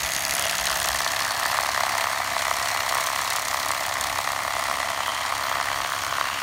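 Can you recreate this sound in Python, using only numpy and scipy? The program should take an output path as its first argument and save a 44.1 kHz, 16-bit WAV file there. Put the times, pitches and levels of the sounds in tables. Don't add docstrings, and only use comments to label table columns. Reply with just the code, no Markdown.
import sys
import numpy as np
from scipy import signal
from scipy.fft import rfft, irfft, next_fast_len
from scipy.io import wavfile
from scipy.ndimage import uniform_filter1d, map_coordinates

SR = 44100
rng = np.random.default_rng(int(sys.argv[2]) if len(sys.argv) > 2 else 0)


def store_wav(level_fs):
    pcm = np.round(np.clip(np.atleast_2d(level_fs), -1, 1) * 32767)
    wavfile.write(sys.argv[1], SR, pcm.T.astype(np.int16))


def gain_from_decibels(decibels):
    exponent = np.asarray(decibels, float) / 20
    return 10 ** exponent


N = 283197


def unit(x):
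    return x / np.sqrt(np.mean(x ** 2) + 1e-20)


def curves(rows):
    time_s, *columns = np.transpose(rows)
    return [np.interp(np.arange(N) / SR, time_s, c) for c in columns]


def spells(rows):
    t = np.arange(0, N, 64) / SR
    db = sum(rise_db * np.exp(-((t - s) / max(half_s, .01)) ** 2) for s, half_s, rise_db in rows)
    return np.interp(np.arange(N) / SR, t, db)


def wobble(rate_hz):
    knots = rng.standard_normal(int(N * rate_hz / SR) + 4)
    return map_coordinates(knots, [np.arange(N) * rate_hz / SR])


def filtered(x, response):
    m = next_fast_len(N + 8192)
    return irfft(rfft(x, m) * response(np.fft.rfftfreq(m, 1 / SR)), m)[..., :N]


def coloured(x, spectrum):
    f, db = np.transpose(spectrum)
    return unit(filtered(x, lambda hz: gain_from_decibels(np.interp(np.log(hz + 1), np.log(f), db))))


def bumps(rows):
    return lambda hz: gain_from_decibels(sum(db * np.exp(-((hz - c) / w) ** 2) for c, w, db in rows))


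def patchy(patchy_db, bins, frames):
    z = signal.stft(rng.standard_normal(N), nperseg=128)[2]
    field = uniform_filter1d(rng.standard_normal(z.shape), bins, 0)
    field = uniform_filter1d(field, frames, 1)
    return signal.istft(z * gain_from_decibels(patchy_db * unit(field)), nperseg=128)[1][:N]


# time_s, whine_hz (commutator)
SPEED = [(0.0, 13791.2), (0.15, 13780.8), (0.5, 13859.2), (0.65, 13806.9), (1.05, 13816.4), (1.4, 13723.1),
         (2.15, 13622.6), (2.5, 13590.2), (2.7, 13632.6), (3.1, 13507.5), (3.5, 13588.3), (3.9, 13703.7),
         (4.25, 13774.7), (4.87, 13656.5), (5.15, 13868.7), (5.3, 13842.9), (5.7, 13719.9), (6.42, 13658.8)]
WHINE_PER_TURN, START_TURNS = 400.335, 1.021


def crank():
    return START_TURNS + np.cumsum(curves(SPEED)[0]) / SR / WHINE_PER_TURN


def burst(turns, rise_turns, fall_turns, scatter_db, jitter_turns):
    luck = rng.standard_normal((300, 2))[(turns + 1 / 4).astype(int)]
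    u = (turns + 1 / 4) % 1 - 1 / 4 - jitter_turns * luck[:, 0]
    shape = np.exp(-np.where(u < 0, (u / rise_turns) ** 2, u / fall_turns))
    return gain_from_decibels(scatter_db * luck[:, 1]) * shape


def ring(blows, modes, scatter_db, soft_hz):
    def mode(f):
        resonance = 1j * f * w / (c * c - f * f + 1j * f * w)
        low_cut = (f * f / (f * f - 560 ** 2 - 700j * f)) ** 2
        return resonance * low_cut / (1 + 1j * f / soft_hz) ** 3

    out = 0
    for c, w, db in modes:
        struck = blows * gain_from_decibels(scatter_db * rng.standard_normal(N))
        out = out - gain_from_decibels(db) * filtered(struck, mode)
    return out


# time_s, knock_delay_turns, slap_angle_turns, buried_in_flesh_0_to_1
CONTACT = [(0, .17, .68, 0), (.6, .13, .65, .2), (1.0, .06, .62, .8), (1.25, .03, .56, .9),
           (1.45, .025, .44, 1), (2.2, .02, .43, 1), (2.4, .0, .7, 1), (4.8, .0, .68, 1),
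           (5.05, .0, .47, 1), (5.35, .0, .47, 1), (5.5, .0, .65, 1), (6.42, .0, .66, 1)]
# time_s, push_db (on handle), play_db (between blades), slack_db (at drive pin)
HAND = [(0, -1, 2.5, -0.5), (.25, -1, 2, -3.5), (.6, 1, 2.5, -4.5), (1.0, 0.5, 3, -5.5),
        (1.4, 2.5, -1, -2.5), (2.0, 3, 0, -0.5), (2.2, 2, -4, -2.5), (2.45, 3, 0.5, -2.5), (3.0, 2, 2, 1),
        (3.4, 0, 1, -1.5), (4.0, 1, -2, -2), (4.4, 2, -4.5, -3.5), (4.8, 2.5, -6, -3), (5.2, 2, -4, -4),
        (5.4, 1.5, -3, 0.5), (5.7, 2, -6.5, 0), (6.0, 0, -1.5, 1.5), (6.42, 2.5, -7, -1)]
# time_s, peak_db
HARD_KNOCKS = [(0.456, -8.5), (0.601, -11.5), (0.63, -17), (0.703, -15), (0.717, -12), (0.891, -10),
               (0.932, -18), (0.947, -9), (0.992, -18), (1.005, -8), (1.049, -19), (1.063, -6.5),
               (1.193, -12), (1.21, -11), (1.241, -13), (1.309, -11), (1.341, -13), (1.383, -14),
               (1.429, -7), (1.457, -8), (1.545, -8), (1.573, -17), (1.587, -7.5), (1.633, -9),
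               (1.646, -13), (1.721, -13), (1.747, -10), (1.776, -5), (1.835, -10), (1.851, -12),
               (1.924, -10), (1.952, -7), (2.057, -14), (2.07, -8.5), (2.146, -14), (2.187, -15),
               (2.202, -8), (2.247, -14), (2.335, -16), (2.365, -8), (2.423, -14), (2.452, -9), (2.481, -8),
               (2.512, -6.5), (2.658, -12), (2.674, -14), (2.734, -19), (2.748, -7), (2.805, -11),
               (2.834, -10), (2.864, -14), (2.911, -14), (2.939, -11.5), (2.969, -8), (3.041, -17),
               (3.071, -9),
               (3.266, -14), (3.277, -9), (3.308, -9), (3.354, -12), (3.366, -9), (3.384, -13),
                    (3.444, -17), (3.455, -13), (3.483, -13), (3.544, -11), (3.633, -8), (3.705, -7),
                    (3.749, -9), (3.866, -12), (3.925, -12), (4.014, -14), (4.069, -14.5), (4.1, -16),
                    (4.128, -12), (4.188, -9), (4.216, -19), (4.262, -21), (4.274, -6.5), (4.303, -9),
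                    (4.332, -8.5), (4.362, -11), (4.39, -9), (4.449, -8), (4.478, -8), (4.506, -11),
                    (4.566, -7), (4.625, -9), (4.669, -13), (4.712, -6), (4.858, -14), (4.902, -9),
                    (5.004, -8), (5.08, -9), (5.323, -7.5), (5.379, -13), (5.452, -11), (5.497, -13),
                    (5.514, -7), (5.6, -6), (5.687, -16.5), (5.759, -9), (5.787, -11), (5.832, -17),
                    (5.876, -13), (5.994, -16), (6.05, -15), (6.125, -8), (6.153, -12), (6.183, -6.5),
                    (6.211, -6), (6.256, -12)]
# time_s, forward_db, late_rebound_db
LEAN = [(0, -0.5, 0), (.9, 7, 7), (1.3, 2, 6), (1.7, 2, -1), (2.2, 2, 1), (2.5, 1.5, -4), (4.2, 3, 2),
        (4.9, 5, 4), (5.2, -1, 12.5), (5.6, 2, -4), (6.42, -4.5, 3.5)]
# centre_hz, width_hz, level_db
FREE_MODES = [(667, 48, 1), (1220, 770, -6), (1720, 180, -6), (3250, 160, -5)]
# centre_hz, width_hz, level_db
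BURIED_MODES = [(700, 91, -7.5), (1104, 318, -2), (1780, 130, -7.5), (3040, 410, -17)]
KNOCK_DB, BURIED_KNOCK_DB, KNOCK_PER_PUSH = -33.5 + 18.5, 5, 0.35
HARD_LAG_S, HARD_DB = .0008, 30.5


def knocks():
    delay, _, buried = curves(CONTACT)
    push_db, _, slack_db = curves(HAND)
    stroke = np.floor(2 * (crank() - delay - .225))
    ends = np.flatnonzero(np.diff(stroke) > 0) + 1
    luck = rng.standard_normal((500, 8))[:len(ends)]
    hard_s, hard_db = np.transpose(HARD_KNOCKS)
    hard = np.round((hard_s + HARD_LAG_S) * SR).astype(int)
    spared = np.abs(ends[:, None] - hard).min(1) > .006 * SR
    forward = stroke[ends] % 2 == 0
    lean_db, rebound_db = (c[ends] for c in curves(LEAN))
    # lag_s, spread_s, level_db, forward_db, extra_db, played, sign
    hits = [(0, .0005, 1, 0, lean_db, spared, 1),
            (.002, .001, -13, 1, lean_db, 1, 1),
            (-.002, .0012, -17, 2, lean_db, spared, -1),
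            (.0075, .001, -15, 5, rebound_db, 1, 1)]
    blows = np.zeros(N + SR)
    for k, (lag_s, spread_s, db, forward_db, extra_db, played, sign) in enumerate(hits):
        at = np.abs(ends + SR * (lag_s + spread_s * luck[:, 2 * k])).astype(int)
        hit_db = db + (forward_db + extra_db) * forward + (1.1 + .6 * k) * luck[:, 2 * k + 1]
        np.add.at(blows, at, gain_from_decibels(hit_db) * played * sign)
    level_db = KNOCK_DB + BURIED_KNOCK_DB * buried + KNOCK_PER_PUSH * push_db + slack_db
    blows = unit(blows[:N]) * gain_from_decibels(level_db)
    blows[hard] += gain_from_decibels(hard_db + HARD_DB)
    free_ring = ring(blows * (1 - buried), FREE_MODES, scatter_db=3.2, soft_hz=3670)
    return free_ring + ring(blows * buried, BURIED_MODES, scatter_db=2.0, soft_hz=2600)


# time_s, centre_hz, share_of_scrape
TAIL_RING = [(0, 3100, 0.11), (4.7, 3050, 0), (5.0, 3060, 0.55), (5.3, 3215, 0.31), (6.05, 3290, 0.27),
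             (6.42, 2640, 0.4)]
TAIL_RING_WIDTH_HZ = 400


def tail_ring(envelope):
    centre_hz, share = curves(TAIL_RING)
    phase = 2 * np.pi * np.cumsum(centre_hz) / SR
    band = wobble(TAIL_RING_WIDTH_HZ) * np.sin(phase) + wobble(TAIL_RING_WIDTH_HZ) * np.cos(phase)
    return np.clip(share, 0, 1) * unit(envelope * band)


# freq_hz, level_db_per_hz
STEEL = [(1200, -11.5), (2200, 4), (3000, 0.5), (4200, 1.5), (6500, 0), (8000, -4.5), (10000, -8),
         (13000, -10.5), (16500, -15.5)]
SCRAPE_DB = -35 + 1.5


def scrape():
    buried, play_db = curves(CONTACT)[2], curves(HAND)[1]
    angle, grit = crank(), gain_from_decibels(1.5 * wobble(1500))
    drag = burst(angle - .14 - 0.024 * (1 - buried), 0.074, 0.15, scatter_db=1.5, jitter_turns=0.014)
    drag += 0.22 * burst(angle - .72, 0.027, .2, scatter_db=1.5, jitter_turns=0.015)
    drag += 0.31 * burst(angle - .44, 0.055, 0.16, scatter_db=1.8, jitter_turns=.015)
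    rub = unit(unit(drag * grit) * coloured(patchy(2.6, 8, 3), STEEL))
    return gain_from_decibels(SCRAPE_DB + play_db) * (rub + tail_ring(drag))


# freq_hz, level_db
BRIGHT = [(3000, -5), (6000, 3), (9000, 1.5), (14000, -7.5), (16500, 2)]
# freq_hz, level_db_per_hz
SLAP = [(1500, -4.5), (3000, -0.5), (5000, 2.5), (7000, -5.5), (9500, 0), (11500, -2.5), (14000, -13),
        (16500, -7.5)]
# centre_s, half_s, rise_db
SLAPPING = [(.25, 0.36, 18), (.85, 0.33, 16), (1.5, 0.39, 17.5), (2.5, 0.39, 11), (3.62, .12, 7),
            (4.15, 0.4, 9.5), (4.68, 0.17, 12.5), (5.25, 0.2, 7), (5.6, 0.15, 6), (6.12, 0.29, 13)]
SLAP_DB = -46 - 7.0


def slaps():
    _, slap_angle, buried = curves(CONTACT)
    contact = burst(crank() - slap_angle - .01, 0.014, 0.048, scatter_db=2.7, jitter_turns=0.016)
    slap = coloured(unit(contact * patchy(0.75, 8, 3)), SLAP)
    slap = slap + .5 * (1 - buried) * coloured(slap, BRIGHT)
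    return gain_from_decibels(SLAP_DB + spells(SLAPPING)) * slap


# time_s, peak_db
SHARP_TICKS = [(0.0917, -24), (0.1057, -14), (0.136, -12), (0.2063, -16), (0.2219, -20), (0.2498, -19),
               (0.309, -13), (0.3366, -13), (0.351, -7), (0.395, -8), (0.4234, -15), (0.5103, -16),
               (0.61, -17), (0.6563, -12), (0.7417, -14), (0.7587, -14), (0.7711, -10), (0.829, -11),
               (0.841, -15), (0.857, -6.5), (0.8869, -12), (0.99, -11), (1.1183, -8.5), (1.28, -16),
               (1.398, -13), (1.48, -17), (1.5426, -17), (1.6083, -11), (1.95, -19), (1.98, -14),
               (2.0383, -21), (2.244, -17), (2.4204, -21), (2.7437, -21), (2.7731, -18), (2.8614, -21),
               (2.8912, -11), (2.947, -11), (2.9764, -14), (3.0051, -14), (3.0385, -23), (3.064, -13),
               (3.213, -16), (3.3025, -11), (3.331, -14), (3.36, -11), (3.4192, -16), (3.4825, -15),
               (3.5379, -22), (3.6591, -13), (3.685, -12), (3.7143, -9.5), (3.8632, -7), (3.9397, -11.5),
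               (4.011, -8), (4.04, -12), (4.07, -14), (4.0986, -13),
               (4.1859, -17), (4.319, -11), (4.3884, -19), (4.4338, -15), (4.5939, -15), (4.623, -19),
                    (4.639, -12), (4.767, -19), (4.7965, -20), (4.9016, -13.5), (5.0743, -13),
                    (5.1477, -22), (5.2938, -21), (5.3512, -16), (5.3804, -16), (5.4081, -21),
                    (5.4959, -18), (5.6565, -18), (5.7862, -20), (5.9618, -25), (6.0192, -24),
                    (6.0476, -24)]
# centre_s, half_s, rise_db
TICKING = [(.3, 0.18, 5), (1.9, .3, 2), (2.55, 0.2, 6), (3.0, .12, 4), (3.45, 0.46, 11), (4.2, 0.11, 11),
           (5.9, 0.18, 13)]
TICK_DB, TICK_PER_PLAY, SHARP_TICK_DB, SHARP_T60_S = -57 + 23, 0.82, -8, 0.013


def ticks():
    level_db = TICK_DB + TICK_PER_PLAY * curves(HAND)[1] + spells(TICKING)
    tick = burst(crank(), .006, .03, scatter_db=1.8, jitter_turns=.008) * gain_from_decibels(level_db)
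    for s, db in SHARP_TICKS:
        tail = tick[round(s * SR):][:900]
        tail += gain_from_decibels(db + SHARP_TICK_DB - 60 * np.arange(len(tail)) / SR / SHARP_T60_S)
    noise = tick * rng.standard_normal(N)
    return gain_from_decibels(-9) * filtered(noise, lambda hz: gain_from_decibels(np.interp(hz, *np.transpose(BRIGHT))) * 3)


# freq_hz, level_db_per_hz
GEARS = [(240, -15), (420, -23.5), (520, -30), (660, 3), (885, -1), (1100, -3), (1530, -0.5), (1990, -2),
         (2630, -9.5), (4400, -12.5), (9000, -17.5), (12000, -22), (16500, -60)]
GEAR_DB = -30.7 - 1


def gears():
    load = gain_from_decibels(2.6 * np.cos(4 * np.pi * (crank() - .26)) + 2.28 * wobble(300))
    return unit(load * coloured(patchy(0.28, 4, 20), GEARS)) * gain_from_decibels(GEAR_DB + curves(HAND)[0])


# freq_hz, level_db_per_hz
AIR = [(1500, -46), (3000, 5), (6000, 5), (9000, -3), (12000, -19), (14000, 6), (16500, -11)]
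AIR_DB, AIR_PER_PLAY = -43, 0.36


def fan():
    return coloured(patchy(2.4, 6, 30), AIR) * gain_from_decibels(AIR_DB + AIR_PER_PLAY * curves(HAND)[1])


# centre_hz, width_hz, gain_db
SHELL = [(1520, 150, -2.5), (2010, 135, 3.5), (2256, 79, -2), (2970, 74, -1), (3400, 150, 1),
         (3600, 104, -1.5), (4210, 320, 2), (4880, 200, -2), (6860, 117, 0.5), (7350, 230, -2),
         (9080, 260, 2), (10400, 390, -3), (11000, 200, 1.5), (11600, 550, -1)]
# centre_hz, width_hz, gain_db
OPEN = [(2900, 610, 3.5), (6600, 320, 2.5), (9400, 240, -4), (10200, 470, 2.5), (12800, 450, 5)]
# centre_hz, width_hz, gain_db
TURNED = [(750, 200, -9), (1940, 520, -1.5), (3090, 350, 3.5), (4740, 900, -2), (7800, 510, -3.5),
          (9200, 280, 2), (11800, 2600, -5.5)]
# time_s, turned_0_to_1
TURNING = [(0, 0), (4.2, 0), (5.0, 0.3), (6.42, 0.74)]


def housing(x):
    knife = filtered(x, bumps(SHELL))
    free, turning = 1 - curves(CONTACT)[2], np.clip(curves(TURNING)[0], 0, 1)
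    plain = (1 - free - turning) * knife
    return plain + free * filtered(knife, bumps(OPEN)) + turning * filtered(knife, bumps(TURNED))


# centre_s, half_s, centre_hz, width_hz, gain_db
PASSING = [(.15, 0.18, 6530, 400, 3.5), (.25, .3, 4200, 350, -4), (.8, 0.3, 2250, 250, -6.5),
           (.8, 0.33, 1630, 150, 3), (1.35, .3, 1720, 130, 3.5), (1.35, .25, 2250, 200, -2),
           (1.35, 0.29, 4440, 150, 3.5), (2.85, .5, 4850, 200, -5), (4.8, .6, 1620, 170, -4),
           (5.1, .15, 3140, 300, 3), (6.0, 0.32, 1960, 250, -3), (6.0, .4, 1520, 130, 5),
           (6.33, .12, 2750, 250, 4), (.3, .3, 13200, 250, 6), (.3, .3, 10100, 700, 3.5),
           (.15, 0.18, 3120, 500, -4), (5.7, 0.12, 1100, 200, -0.5), (1.2, .2, 11000, 2500, -0.5)]


def passing(x):
    t = np.arange(N) / SR
    for s, half_s, centre_hz, width_hz, db in PASSING:
        band = filtered(x, lambda hz: np.exp(-((hz - centre_hz) / width_hz) ** 2))
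        x = x + (gain_from_decibels(db) - 1) * np.exp(-((t - s) / max(half_s, .05)) ** 2) * band
    return x


# share_of_whine, level_db_rms, wander_db
TONES = [(47 / 48, -66.5, 3), (49 / 48, -66.5, 3), (50 / 48, -65, 4), (1 / 2, -57, 2.4), (2 / 3, -66, 3.7),
         (1 / 48, -61, 1.5), (2 / 400, -60, 3), (3 / 400, -56.5, 1.5), (7 / 400, -70, 1.9)]
# centre_s, half_s, change_db
BREAKS = [(.05, .14, -18), (.56, .07, -18), (1.27, .06, -12), (1.73, .06, -12), (2.56, .06, -12),
          (3.35, .04, -8), (3.95, .07, -20), (4.4, .04, -18), (4.75, .16, -18), (5.2, .15, -6),
          (5.37, .04, -12), (5.96, .04, -12)]
# centre_s, half_s, rise_db
THIRD_SINGS = [(.3, 0.26, 8), (.8, .1, 0), (1.6, 0.51, 3), (5.65, 0.33, 5), (6.2, 0.33, 5.5)]
# centre_s, half_s, rise_db
SIXTH_SINGS = [(1.1, 0.12, 4), (2.6, 0.48, 4), (4.5, .4, -2), (5.8, .2, 0)]
WHINE_DB, THIRD_DB, SIXTH_DB = -52 + 3.5, -50.5 + 1.5, -50 + 2.5
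IDLE_HZ, SIXTH_PER_SAG_HZ = 13850, 0.014


def motor():
    whine_hz, = curves(SPEED)
    phase = 2 * np.pi * np.cumsum(whine_hz) / SR
    tones = 0
    for share, db, wander_db in TONES:
        level = gain_from_decibels(db + 5 + wander_db * wobble(5.2))
        tones = tones + level * np.sin(share * phase + 0.92 * wobble(40))
    sag_db = SIXTH_PER_SAG_HZ * (IDLE_HZ - whine_hz)
    strong = [(1, WHINE_DB + spells(BREAKS)),
              (1 / 3, THIRD_DB + spells(THIRD_SINGS)),
              (1 / 6, SIXTH_DB + sag_db + spells(SIXTH_SINGS))]
    for share, db in strong:
        shaken = phase + 0.5 * wobble(45) + 1.5 * wobble(8)
        tones = tones + gain_from_decibels(db + 2.2 * wobble(14)) * np.sin(share * shaken)
    free_hum = gain_from_decibels(-51 - 11 * curves(CONTACT)[2] ** 4) * np.sin(5 / 400 * phase)
    return tones + free_hum


# start_s, pitch_hz, peak_db, t60_s
THUDS = [(.03, 63.3, -38, 0.27), (.6, 58.7, -36, 0.23), (0.709, 58, -40, 0.37), (0.891, 62, -37, 0.21),
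         (1.08, 67, -56, 0.15)]


def thuds():
    out, t = np.zeros(N + SR), np.arange(SR // 2) / SR
    for s, hz, db, t60_s in THUDS:
        envelope = gain_from_decibels(db - 60 * t / t60_s) * (1 - np.exp(-t / 0.0098))
        out[round(s * SR):][:len(t)] += envelope * 2 * np.sin(2 * np.pi * hz * t)
    return out[:N]


# freq_hz, level_db_per_hz
RUMBLE = [(12, -56), (20, -58), (53, 0.5), (86, 2), (134, -4.5), (240, -26), (278, -5.5), (435, -14),
          (700, -1), (910, 3), (1540, -120)]
# centre_s, half_s, rise_db
GUSTS = [(1.9, 0.1, -2), (2.6, .15, 0), (3.2, .15, -5), (4.15, 0.33, 3.5), (4.85, .1, 2.5), (5.2, .1, -2),
         (5.65, 0.28, 4.5), (6.1, 0.11, 4.5)]
RUMBLE_DB = -51 + 4.5


def rumble():
    level_db = RUMBLE_DB + spells(GUSTS) + 0.44 * wobble(12)
    return gain_from_decibels(level_db) * coloured(rng.standard_normal(N), RUMBLE)


def scene():
    knife = housing(knocks() + scrape() + slaps() + ticks() + gears() + fan())
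    return (passing(knife) + motor() + thuds() + rumble())[None]


def low_pass(x):
    return signal.sosfilt(signal.butter(12, 16710, fs=SR, output="sos"), x)


def record(dry):
    low_cut_hz, top_hz = 28.0, 15850
    soft = dry / (1 + np.abs(dry / .6) ** 3) ** (1 / 3)

    def band(hz):
        return hz ** 4 / (hz ** 4 + low_cut_hz ** 4) / (1 + (hz / top_hz) ** 300)

    return low_pass(filtered(soft, band))


dry = scene()
out = record(dry)
store_wav(out)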